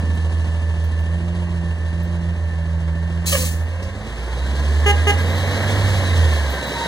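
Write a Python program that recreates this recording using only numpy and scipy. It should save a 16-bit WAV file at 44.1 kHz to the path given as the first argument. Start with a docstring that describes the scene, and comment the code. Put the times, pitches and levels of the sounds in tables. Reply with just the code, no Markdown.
"""A six-cylinder diesel garbage truck clatters at idle 13 m down a quiet street while its pump lowers the arms.
Cylinder firings pulse the exhaust and knock the block; sines on the crank speed make gear and pump whines.
The air brake lets go as filtered noise, its shoes groan as gliding tones, and two buzzing horn toots ring the
flare. The engine revs and its bay grows louder as the truck rolls towards a phone at the kerb; at the end
the engine speed falls. House echoes, a scattered street tail and left-right differences make it wide."""
import sys
import numpy as np
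from scipy import signal
from scipy.fft import rfft, irfft, next_fast_len
from scipy.io import wavfile
from scipy.ndimage import uniform_filter1d

SR = 44100
rng = np.random.default_rng(int(sys.argv[2]) if len(sys.argv) > 2 else 0)


def materialize(psi):
    """Save the field psi as 16-bit PCM at rate SR to the path in sys.argv[1].

    A 1-D psi becomes a single channel; in a 2-D psi each row is a channel.
    """
    bounded = np.clip(np.atleast_2d(psi).T, -1, 1)
    quanta = np.round(bounded * 32767).astype(np.int16)
    wavfile.write(sys.argv[1], SR, quanta)


N = 302967
IDLE_HZ = 41  # reference firing rate for levels that follow the speed


def undb(db):
    """Decibels to gain."""
    return 10 ** (np.asarray(db) / 20)


def seconds():
    """The time of every sample."""
    return np.arange(N) / SR


def curves(rows):
    """The columns of a table, joined by straight lines in time."""
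    s, *columns = np.transpose(rows)
    return [np.interp(seconds(), s, column) for column in columns]


def unit(x):
    """Scale to rms 1."""
    return x / np.sqrt(np.mean(x ** 2))


def noise():
    """White noise, rms near 1."""
    return rng.standard_normal(N)


def walk(rate):
    """Random levels held 1 / rate s and slewed twice; spread near 1."""
    hold = int(SR / rate)
    steps = np.repeat(rng.standard_normal(N // hold + 1), hold)
    return 1.3 * uniform_filter1d(uniform_filter1d(steps, hold), hold)[:N]


def gate(s, length, attack, release):
    """Rise from s, stay up until length has passed, then die away."""
    age = seconds() - s
    return np.clip(age / attack, 0, 1) * np.exp(-np.maximum(age - length, 0) / release)


def over_bins(points, size):
    """A (Hz, value) table on the bins of a transform, straight on a log axis."""
    hz, value = np.transpose(points)
    bin_hz = np.arange(size // 2 + 1) * SR / size
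    return np.interp(np.log(bin_hz + 1), np.log(hz), value)


def colour(x, points, size=8192):
    """Causal minimum-phase filter with the given spectrum, already ringing at the start; rms 1."""
    cepstrum = irfft(np.log(undb(over_bins(points, size))))
    cepstrum[1:size // 2] *= 2  # fold the cepstrum to make the filter causal
    cepstrum[size // 2 + 1:] = 0
    response = irfft(np.exp(rfft(cepstrum)))
    padded = np.pad(x, (size - 1, 0), "reflect")
    return unit(signal.fftconvolve(padded, response, "valid"))


def ring(x, hz, width_hz):
    """One resonance, gain 1 at its centre."""
    return signal.lfilter(*signal.iirpeak(hz, hz / width_hz, fs=SR), x)


def band_noise(hz, width_hz):
    """Noise passed twice through one resonance; rms 1."""
    return unit(ring(ring(noise(), hz, width_hz), hz, width_hz))


def sine(hz):
    """A pure tone on a moving pitch; rms 1."""
    return np.sqrt(2) * np.sin(2 * np.pi * np.cumsum(hz) / SR)


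def tone(hz, orders):
    """Sines on multiples of a moving pitch; rms 1."""
    angle = 2 * np.pi * np.cumsum(hz) / SR
    return unit(sum(undb(db) * np.sin(k * angle + rng.uniform(0, 2 * np.pi)) for k, db in orders))


# Crank speed, at idle and then revving. Each row: time in seconds, firings a second in Hz.
IDLE_CRANK = [(0.0, 40.66), (0.98, 40.33), (1.35, 42.66), (1.75, 40.74), (2.15, 41.94), (2.8, 39.95),
              (3.2, 41.66), (3.6, 40.7), (3.83, 43.94)]
REV_CRANK = [(4.08, 54), (4.27, 60.73), (4.45, 67.02), (5.42, 90.87), (5.75, 99.76), (5.95, 95.53),
             (6.42, 71.63), (6.5, 68.2), (6.62, 66.3)]
# Blend of the engine's tone. Each row: time in seconds, roar from 0 (idle clatter) to 1 (full roar).
TONE_BLEND = [(0, 0.06), (3.7, 0.58), (4.3, 0.64), (5.3, 0.94)]
# The cylinders in firing order. Each row: exhaust strength in dB, knock strength in dB.
CYLINDERS = [(-4.5, -1), (2, 4), (0, -1.5), (2, -2), (1.5, 3), (1.2, -7)]


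def crank():
    """Speed adds up to a count of firings, and each firing has its own cylinder's strength."""
    hz = curves(np.concatenate([IDLE_CRANK, REV_CRANK]))[0]
    roar = curves(TONE_BLEND)[0]
    firings = np.cumsum(hz) / SR
    puff, knock = undb(CYLINDERS)[firings.astype(int) % len(CYLINDERS)].T
    return hz, roar, firings, puff, knock


# Spectrum of the exhaust pipe. Each row: frequency in Hz, level in dB.
PIPE_SPECTRUM = [(20, -89), (40, -18), (58, 4), (78, 12.5), (98, 1.5), (120, -20), (165, -24), (220, -23),
                 (330, -34.5), (600, -52), (1500, -93), (5000, -140)]
# How strongly the exhaust puffs. Each row: time in seconds, level in dB.
EXHAUST_LEVEL = [(0, -17), (1, -17.5), (1.5, -19.5), (2.5, -19.5), (3.65, -19), (3.85, -22.5), (4.9, -20.5),
                 (5.57, -20.5), (5.85, -13), (6.06, -20), (6.2, -15), (6.36, -23), (6.52, -23.5),
                 (6.63, -33.5)]


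def exhaust(firings, strength):
    """One pulse a firing; the pipe booms on the second harmonic at idle, on the first when revving."""
    scatter = undb(.8 * noise())
    pulses = np.diff(np.floor(firings), prepend=-1) * strength * scatter
    return colour(pulses, PIPE_SPECTRUM) * undb(curves(EXHAUST_LEVEL)[0])


START_M, ROLLS_S, ACCEL_M_S2 = 13.1, 3.84, 1.49


def nearness_db():
    """Level gained as the truck accelerates from its waiting distance towards the phone."""
    rolling = np.maximum(seconds() - ROLLS_S, 0)
    distance_m = np.maximum(START_M - .5 * ACCEL_M_S2 * rolling ** 2, 2)
    return 20 * np.log10(START_M / distance_m)


def cycle_noise(firings, repeat, size=3000):
    """Rattle of which a share comes back on every engine cycle, so that its lines glide with the speed."""
    pattern = rng.standard_normal(size)
    cycle = firings / len(CYLINDERS) % 1
    again = unit(np.interp(cycle * size, np.arange(size), pattern))
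    return np.sqrt(repeat) * again + np.sqrt(1 - repeat) * noise()


# Gear meshes and the housing resonance each sweeps through. Each row: teeth a firing, centre in Hz,
# width in Hz, level in dB against the clatter.
GEAR_MESHES = [(14.34, 590, 160, -11.5), (14.2, 936.6, 300, -15.5), (23.2, 1740, 520, -13),
               (43.4, 1772, 90, -8), (43.4, 3880, 500, -17), (58.8, 3900, 180, -15)]


def gears(hz, flutter_db=2):
    """Gears whine when their tooth rate passes a housing resonance; backlash blurs the pitch."""
    out = 0
    for teeth, centre_hz, width_hz, db in GEAR_MESHES:
        backlash = 1 + .011 * hz / IDLE_HZ * walk(350) + .003 * walk(15)
        response = 1 / (1 + (2 * (hz * teeth - centre_hz) / width_hz) ** 2)
        out = out + sine(hz * teeth * backlash) * response * undb(db + flutter_db * walk(25))
    return out


# Thin whines, several of them pump overtones. Each row: multiple of the firing rate,
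# level in dB against the clatter.
WHINE_ORDERS = [(5.35, -15), (8.16, -22), (10.68, -18.5), (12.24, -19), (16.32, -22)]


def whine(hz, flutter_db=2.0):
    """Thin whines on multiples of the firing rate, several of them pump overtones, glide with it."""
    out = 0
    for k, db in WHINE_ORDERS:
        out = out + sine(k * hz * (1 + .003 * walk(30))) * undb(db + flutter_db * walk(9))
    return out


# Uneven orders of the crank. Each row: multiple of the firing rate, level in dB.
GROWL_ORDERS = [(1 / 2, -12), (4 / 3, -2), (3 / 2, 0), (5 / 3, -8), (2, -6), (7 / 3, -2), (3, -8),
                (10 / 3, -2), (9 / 2, -5), (16 / 3, -3), (6, -8)]


def growl(firings, flutter_db=3.5):
    """Unequal cylinders add lines between the firing harmonics."""
    out = 0
    for k, db in GROWL_ORDERS:
        turns = k * (firings + 0.03 * walk(40)) + rng.random()
        out = out + undb(db + flutter_db * walk(12)) * np.sin(2 * np.pi * turns)
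    return unit(out)


# Spectra of the block's knock and of its treble, idling and roaring. Each row: frequency in Hz, level in dB.
IDLE_BODY_SPECTRUM = [(40, -26), (110, 7), (240, 1), (420, 0), (580, -4.5), (780, -5.5), (1100, -3),
                      (1400, -13), (1780, -6.5), (2100, -13), (2800, -6), (4200, -40), (8000, -52)]
ROAR_BODY_SPECTRUM = [(40, -22), (135, 6.5), (185, -0.5), (250, 2.5), (370, -1), (460, 1.5), (600, 0.5),
                      (750, -4), (1050, -2), (1350, -8), (1750, -0.5), (2500, -9.5), (3300, -23),
                      (4500, -32), (8000, -59)]
IDLE_HISS_SPECTRUM = [(1500, -22.5), (2600, 3), (3200, 0.5), (4000, -0.5), (4700, -3), (5100, -7.5),
                      (5800, -4.5), (6400, -5.5), (7500, -8), (9600, -7.5), (11500, -23), (15500, -35)]
ROAR_HISS_SPECTRUM = [(1500, -26), (2900, 3), (3400, -1), (3900, -0.5), (4500, -4.5), (5100, -8),
                      (5800, -8.5), (6400, -8), (8000, -12), (10000, -14), (11500, -20.5), (15500, -27)]
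CLATTER_DB, CLATTER_DB_PER_OCTAVE = -37.5, 8.5  # level at the idle reference, rise with speed
HISS_DB, HISS_DB_PER_OCTAVE = -48.5, 11.5
HISS_NEARNESS = 1.29  # how fast the treble opens up as the truck nears; 1 = as distance alone
# oil and linkage add to the bay until the arms rest
ARMS_REST_S, ARMS_FADE_S, ARMS_CLATTER_DB, ARMS_HISS_DB = 0.58, 0.5, 1.5, 3
# the clatter swells for a moment at high revs; the length includes the attack
SURGE_S, SURGE_LENGTH_S, SURGE_ATTACK_S, SURGE_RELEASE_S, SURGE_DB = 5.01, 0.71, 0.47, 0.15, 2.5
GROWL_DB, GROWL_OFF_S, GROWL_RELEASE_S = -6.5, 6.276, .2  # dB against the clatter at full roar
IDLE_REPEAT, ROAR_REPEAT = .33, .17  # share of rattle that repeats each cycle, at no roar and full roar
KNOCK_BLEND = .7  # share of the knock that evens out at full roar


def engine_bay(hz, firings, strength, roar, knock=0.66, tick=0.54, decay=1.0):
    """Firings knock the block and tick the valves, louder with speed; gears, whines and growl join in."""
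    octaves, near_db = np.log2(hz / IDLE_HZ), nearness_db()
    # gates that start before zero are already open at the first sample
    arms = gate(-1.13, 1.13 + ARMS_REST_S, .5, ARMS_FADE_S)
    surge = gate(SURGE_S, SURGE_LENGTH_S, SURGE_ATTACK_S, SURGE_RELEASE_S)
    body_db = CLATTER_DB + CLATTER_DB_PER_OCTAVE * octaves + near_db
    body_db += ARMS_CLATTER_DB * arms + SURGE_DB * surge
    hiss_db = HISS_DB + HISS_DB_PER_OCTAVE * octaves + HISS_NEARNESS * near_db + ARMS_HISS_DB * arms

    scatter = undb(2.4 * rng.standard_normal(1000))[firings.astype(int)]
    since_firing = (firings + 0.036 * walk(60)) % 1  # loose parts strike a little early or late
    blow = strength * scatter * np.exp(-since_firing / decay)
    blow = blow + KNOCK_BLEND * roar ** 2 * (blow.mean() - blow)

    repeat = IDLE_REPEAT + (ROAR_REPEAT - IDLE_REPEAT) * roar ** 2
    rattle = cycle_noise(firings, repeat) * (1 + knock * blow)
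    fizz = noise() * (1 + tick * blow) * undb(1.0 * walk(45))
    body = (1 - roar) * colour(rattle, IDLE_BODY_SPECTRUM) + roar * colour(rattle, ROAR_BODY_SPECTRUM)
    hiss = (1 - roar) * colour(fizz, IDLE_HISS_SPECTRUM) + roar * colour(fizz, ROAR_HISS_SPECTRUM)

    mesh = gears(hz) * undb(near_db / 2)  # the side of the engine comes into view
    whines = whine(hz) * (1 - roar)  # they fade as the roar takes over
    growl_gain = roar * gate(-1.024, 1.024 + GROWL_OFF_S, .5, GROWL_RELEASE_S)
    crank_growl = growl(firings) * growl_gain * undb(GROWL_DB)
    return (body + mesh + whines + crank_growl) * undb(body_db) + hiss * undb(hiss_db)


# The pump under pressure. Each row: start in seconds, length in seconds, level in dB,
# overtones in dB on top of the common overtone level.
STROKES = [(1.078, 0.6, -33.5, -2.5), (1.903, 0.42, -33.5, -4), (2.54, 0.92, -35.5, -23),
           (3.727, 0.38, -40.5, -10)]
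# Overtones of the pump. Each row: multiple of the pump pitch, level in dB relative to one another.
PUMP_OVERTONES = [(2, -2.5), (3, -13)]
PUMP_RATIO = 4.08  # strokes of the pistons a firing
PUMP_COAST_DB, PUMP_OFF_S, PUMP_OVERTONES_DB = -37.5, 3.6, -10.5


def pump(hz, attack=0.077, release=0.025, off_release=0.015):
    """The crank-driven hydraulic pump hums, and swells with each stroke under pressure."""
    hum = buzz = undb(PUMP_COAST_DB) * gate(-0.96, 0.96 + PUMP_OFF_S, attack, off_release)
    for s, length, db, overtones_db in STROKES:
        stroke = undb(db) * gate(s, length, attack, release)
        hum = hum + stroke
        buzz = buzz + stroke * undb(overtones_db)
    pump_hz = hz * PUMP_RATIO * (1 + 0.00397 * walk(20))
    return sine(pump_hz) * hum + tone(pump_hz, PUMP_OVERTONES) * buzz * undb(PUMP_OVERTONES_DB)


TURBO_PEAK_S, TURBO_SPOOL_S, TURBO_HZ = 5.6, 1.25, 12550  # pitch at the peak
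TURBO_DB, TURBO_DB_PER_OCTAVE = -55.5, 14  # level at the peak, slope with spin


def turbo():
    """The turbocharger spools up and runs down once: a thin whistle, louder the faster it spins."""
    spin = 1 / (1 + ((seconds() - TURBO_PEAK_S) / TURBO_SPOOL_S) ** 2)
    whistle = sine(TURBO_HZ * spin * (1 + .007 * walk(900)))
    return whistle * undb(TURBO_DB + TURBO_DB_PER_OCTAVE * np.log2(spin) + 2 * walk(25))


def bursts(rows, attack):
    """Short noises that die away in one resonance."""
    out = 0
    for s, decay, hz, width_hz, db in rows:
        age = np.maximum(seconds() - s, 0)
        envelope = np.minimum(age / attack, 1) * np.exp(-age / decay)
        out = out + band_noise(hz, width_hz) * undb(db) * envelope
    return out


# Thuds of the hollow body, and a last low swell of rumble near 240 Hz. Each row: start in seconds,
# decay in seconds, centre in Hz, width in Hz, level in dB.
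THUDS = [(.02, 0.1, 212, 110, -27.5), (1.17, 0.082, 204, 110, -37.5), (3.37, 0.094, 250, 40, -32),
         (3.858, 0.029, 76, 14, -17), (6.65, .16, 240, 90, -33.5)]


def body_thuds():
    """The body thuds as the arms settle and the truck takes up drive; a low rumble swells at the end."""
    return bursts(THUDS, attack=0.015)


# Small spits and squeaks. Each row: start in seconds, decay in seconds, centre in Hz, width in Hz, level in dB.
AIR_SPITS = [(.147, .012, 13200, 1190, -53), (.84, 0.016, 12900, 6060, -51),
             (.999, 0.016, 12900, 6160, -56), (2.028, 0.021, 12410, 6000, -53),
             (3.825, 0.026, 4900, 5000, -40.5), (6.335, 0.051, 11950, 6070, -50),
             (6.5, 0.044, 13000, 3000, -44), (6.665, 0.029, 14940, 401, -45)]


def air_spits():
    """Small spits of air and squeaks: quick bursts of resonant noise."""
    return bursts(AIR_SPITS, attack=.002)


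# Spectrum of the escaping air. Each row: frequency in Hz, level in dB.
VALVE_SPECTRUM = [(300, -24), (900, -16), (1400, -17), (1800, -14), (2200, -8), (2600, 0), (3400, -8),
                  (4200, -4), (5100, -7.5), (6600, -1.5), (8500, -4), (10200, -4.5), (11800, -12),
                  (14500, -8.5)]
# Ringing of the valve in the first rush. Each row: centre in Hz, width in Hz, level in dB against the hiss.
VALVE_RESONANCES = [(4120, 420, -7.5), (6600, 560, -5)]
AIR_S, AIR_OPEN_S, AIR_ATTACK_S, AIR_CLOSE_S = 3.256, 0.2, 0.02, .078
AIR_DB, AIR_SAG_DB_PER_S = -19.5, 35.5
VALVE_RING_S, SPUTTER_DB = 0.04, 1.3


def air_brake():
    """Air sputters from the valve, which rings at first; both weaken as the pressure falls."""
    age = np.maximum(seconds() - AIR_S, 0)
    pressure = undb(AIR_DB - AIR_SAG_DB_PER_S * age + 0.38 * walk(140))
    flow = gate(AIR_S, AIR_OPEN_S, AIR_ATTACK_S, AIR_CLOSE_S) * pressure
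    rings = 0
    for hz, width_hz, db in VALVE_RESONANCES:
        rings = rings + band_noise(hz, width_hz) * undb(db + 2 * SPUTTER_DB * walk(70))
    hiss = colour(noise(), VALVE_SPECTRUM) * undb(SPUTTER_DB * walk(110))
    return (hiss + rings * np.exp(-age / VALVE_RING_S)) * flow


# Brake shoes rubbing as they let go, and in the last row a thin steady gear whine near 944 Hz. Each row:
# start in seconds, length in seconds, pitch in Hz, glide in Hz per second, level in dB, overtones in dB.
GROANS_AND_WHINE = [(3.318, 0.046, 620, -850, -27.5, 0), (3.327, 0.029, 605, -2200, -25, -8),
                    (3.377, 0.068, 519, -2, -32.5, -15), (3.42, 0.025, 1240, -2600, -39.5, -20),
                    (3.715, 0.18, 537, 0, -42, -10), (6.753, .1, 944, -3, -32, -26)]
# Overtones of each tone. Each row: multiple of the pitch, level in dB before the tone's own overtone setting.
GROAN_OVERTONES = [(2, 0.5), (3, 0), (4, -1), (5, 3)]


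def shoe_groans_and_gear_whine(attack=0.0038, release=0.014, rough_db=3.5):
    """Shoes stick and slip free in rough squawks, then purer groans; a thin gear whine sounds at the end."""
    out = 0
    for s, length, pitch_hz, glide, db, overtones_db in GROANS_AND_WHINE:
        waver = 1 + .035 * undb(overtones_db / 2) * walk(600)
        hz = (pitch_hz + glide * np.clip(seconds() - s, 0, length + release)) * waver
        orders = [(0.99, 0)] + [(k, order_db + overtones_db) for k, order_db in GROAN_OVERTONES]
        level = undb(db + rough_db * walk(200))
        out = out + tone(hz, orders) * gate(s, length, attack, release) * level
    return out


# Drone of the engine taking up the weight. Each row: multiple of the firing rate, level in dB.
DRONE_ORDERS = [(2, -37.5), (3, -39.5), (13 / 3, -43.5), (16 / 3, -44.5)]
LUG_S, LUG_LENGTH_S = 4.053, 0.66


def lugging(hz, attack=0.59, release=.25):
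    """While the engine strains to move the truck, multiples of its firing rate drone."""
    drone = 0
    for k, db in DRONE_ORDERS:
        drone = drone + sine(k * hz * (1 + .004 * walk(25))) * undb(db + 2 * walk(10))
    return drone * gate(LUG_S, LUG_LENGTH_S, attack, release)


# Horn toots. Each row: start in seconds, length in seconds, level in dB,
# extra level in dB of the part above the flare's corner.
HORN_TOOTS = [(4.857, 0.056, -14.5, -0.5), (5.066, 0.044, -14.5, 0.5)]
# Spectrum of the horn. Each row: frequency in Hz, level in dB.
HORN_SPECTRUM = [(410, 4.5), (820, -2.8), (1230, -4.3), (1640, -2.8), (2050, -2.3), (2460, -4), (2870, 3.5),
                 (3280, -11), (3700, -18), (4100, -21), (4510, -21), (5340, -24), (5750, -19), (6160, -18),
                 (6570, -14.5), (6980, -20), (7800, -28), (9000, -25), (9850, -29), (10400, -23),
                 (11090, -26), (11500, -33), (12300, -30), (15500, -39)]
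# House fronts that answer the horn. Each row: delay in seconds, level in dB, centre in Hz, width in Hz.
HOUSE_ECHOES = [(0.022, -11, 12030, 5010), (0.033, -7.5, 820.6, 895), (.104, -6, 1600, 397)]
HORN_BEND, HORN_SETTLE_S = .01, .008  # share by which the horn starts sharp, and its settling time


def horn(pitch_hz=409.0, attack=0.0061, release=0.0082, corner_hz=1900, bright_attack=0.011,
         bright_release=0.0036):
    """A buzzing diaphragm starts sharp and brightens; its flare rings on and house fronts throw it back."""
    t = seconds()
    highpass = signal.butter(2, corner_hz, "highpass", fs=SR, output="sos")
    harmonics = [(k, 0) for k in np.arange(1, 38)]
    toots = 0
    for s, length, db, bright_db in HORN_TOOTS:
        bend = 1 + HORN_BEND * np.exp(-np.maximum(t - s, 0) / HORN_SETTLE_S) + .0012 * walk(300)
        buzz = colour(tone(pitch_hz * bend, harmonics), HORN_SPECTRUM)
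        top = signal.sosfiltfilt(highpass, buzz)
        bright = undb(bright_db) * gate(s, length, bright_attack, bright_release)
        toots = toots + undb(db) * ((buzz - top) * gate(s, length, attack, release) + top * bright)
    flare = undb(-7) * ring(toots, 815, 10) + undb(-9) * ring(toots, 2050, 14)
    echoes = 0
    for delay, db, hz, width_hz in HOUSE_ECHOES:
        echoes = echoes + undb(db) * np.interp(t - delay, t, ring(toots, hz, width_hz), left=0)
    return toots + flare + echoes


def street(x, t60, wet_db, band_hz):
    """Trees, bins and houses scatter a short tail of decaying, band-limited noise."""
    t = np.arange(SR) / SR
    tail = rng.standard_normal(SR) * np.exp(-np.log(1000) * t / t60)
    tail = tail / np.sqrt(np.sum(tail ** 2))
    tail = signal.sosfilt(signal.butter(2, band_hz, "bandpass", fs=SR, output="sos"), tail)
    return undb(wet_db) * signal.fftconvolve(x, tail)[:N]


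# Phase between the channels. Each row: frequency in Hz, radians by which left leads.
LEFT_LEAD = [(100, -.15), (450, .35), (1250, .1), (1420, -1), (1700, .3), (2150, 1.8), (2330, 2.5),
             (2430, 3.11), (2780, 3.16), (2950, 3.6), (3900, 5.9), (4800, 6.1), (5300, 1.4), (6200, .5),
             (7400, 1.5), (8500, .8), (8900, 2.4), (10000, 0)]
# Balance of the channels. Each row: frequency in Hz, left minus right level in dB.
LEFT_OVER_RIGHT = [(70, -2.5), (200, -4.8), (380, -4.5), (700, -1), (1300, 0), (3200, 0), (7000, 1.5),
                   (10000, 0)]


def widen(x):
    """Left and right differ in phase and level across frequency, which widens the sound."""
    size = 2 * next_fast_len(N // 2 + 4096, real=True)
    # half the difference goes to the left, the inverse half to the right
    left = undb(over_bins(LEFT_OVER_RIGHT, size) / 2) * np.exp(.5j * over_bins(LEFT_LEAD, size))
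    return irfft(rfft(x, size) * np.array([left, 1 / left]))[:, :N]


def scene():
    """The crank drives exhaust, bay, lugging and pump; turbo, thuds, air, brake and horn join in."""
    hz, roar, firings, puff, knock = crank()
    engine = exhaust(firings, puff) + engine_bay(hz, firings, knock, roar)
    engine = engine + pump(hz) + turbo() + lugging(hz)
    truck = engine + body_thuds() + air_spits() + air_brake() + shoe_groans_and_gear_whine() + horn()
    centre_tail = street(truck, t60=0.15, wet_db=-11.5, band_hz=[250, 5000])
    # a scattered tail, opposite in left and right, makes the street wide
    wide_tail = street(truck, t60=0.56, wet_db=-14.0, band_hz=[500, 9000])
    wide_tail += street(truck, t60=.35, wet_db=-12, band_hz=[3500, 10000])
    return widen(truck + centre_tail) + np.array([wide_tail, -wide_tail])


def record(dry):
    """The phone cuts the top with a steep low-pass at 15750 Hz."""
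    return signal.sosfilt(signal.ellip(10, .2, 80, 15750, fs=SR, output="sos"), dry)


dry = scene()
out = record(dry)
materialize(out)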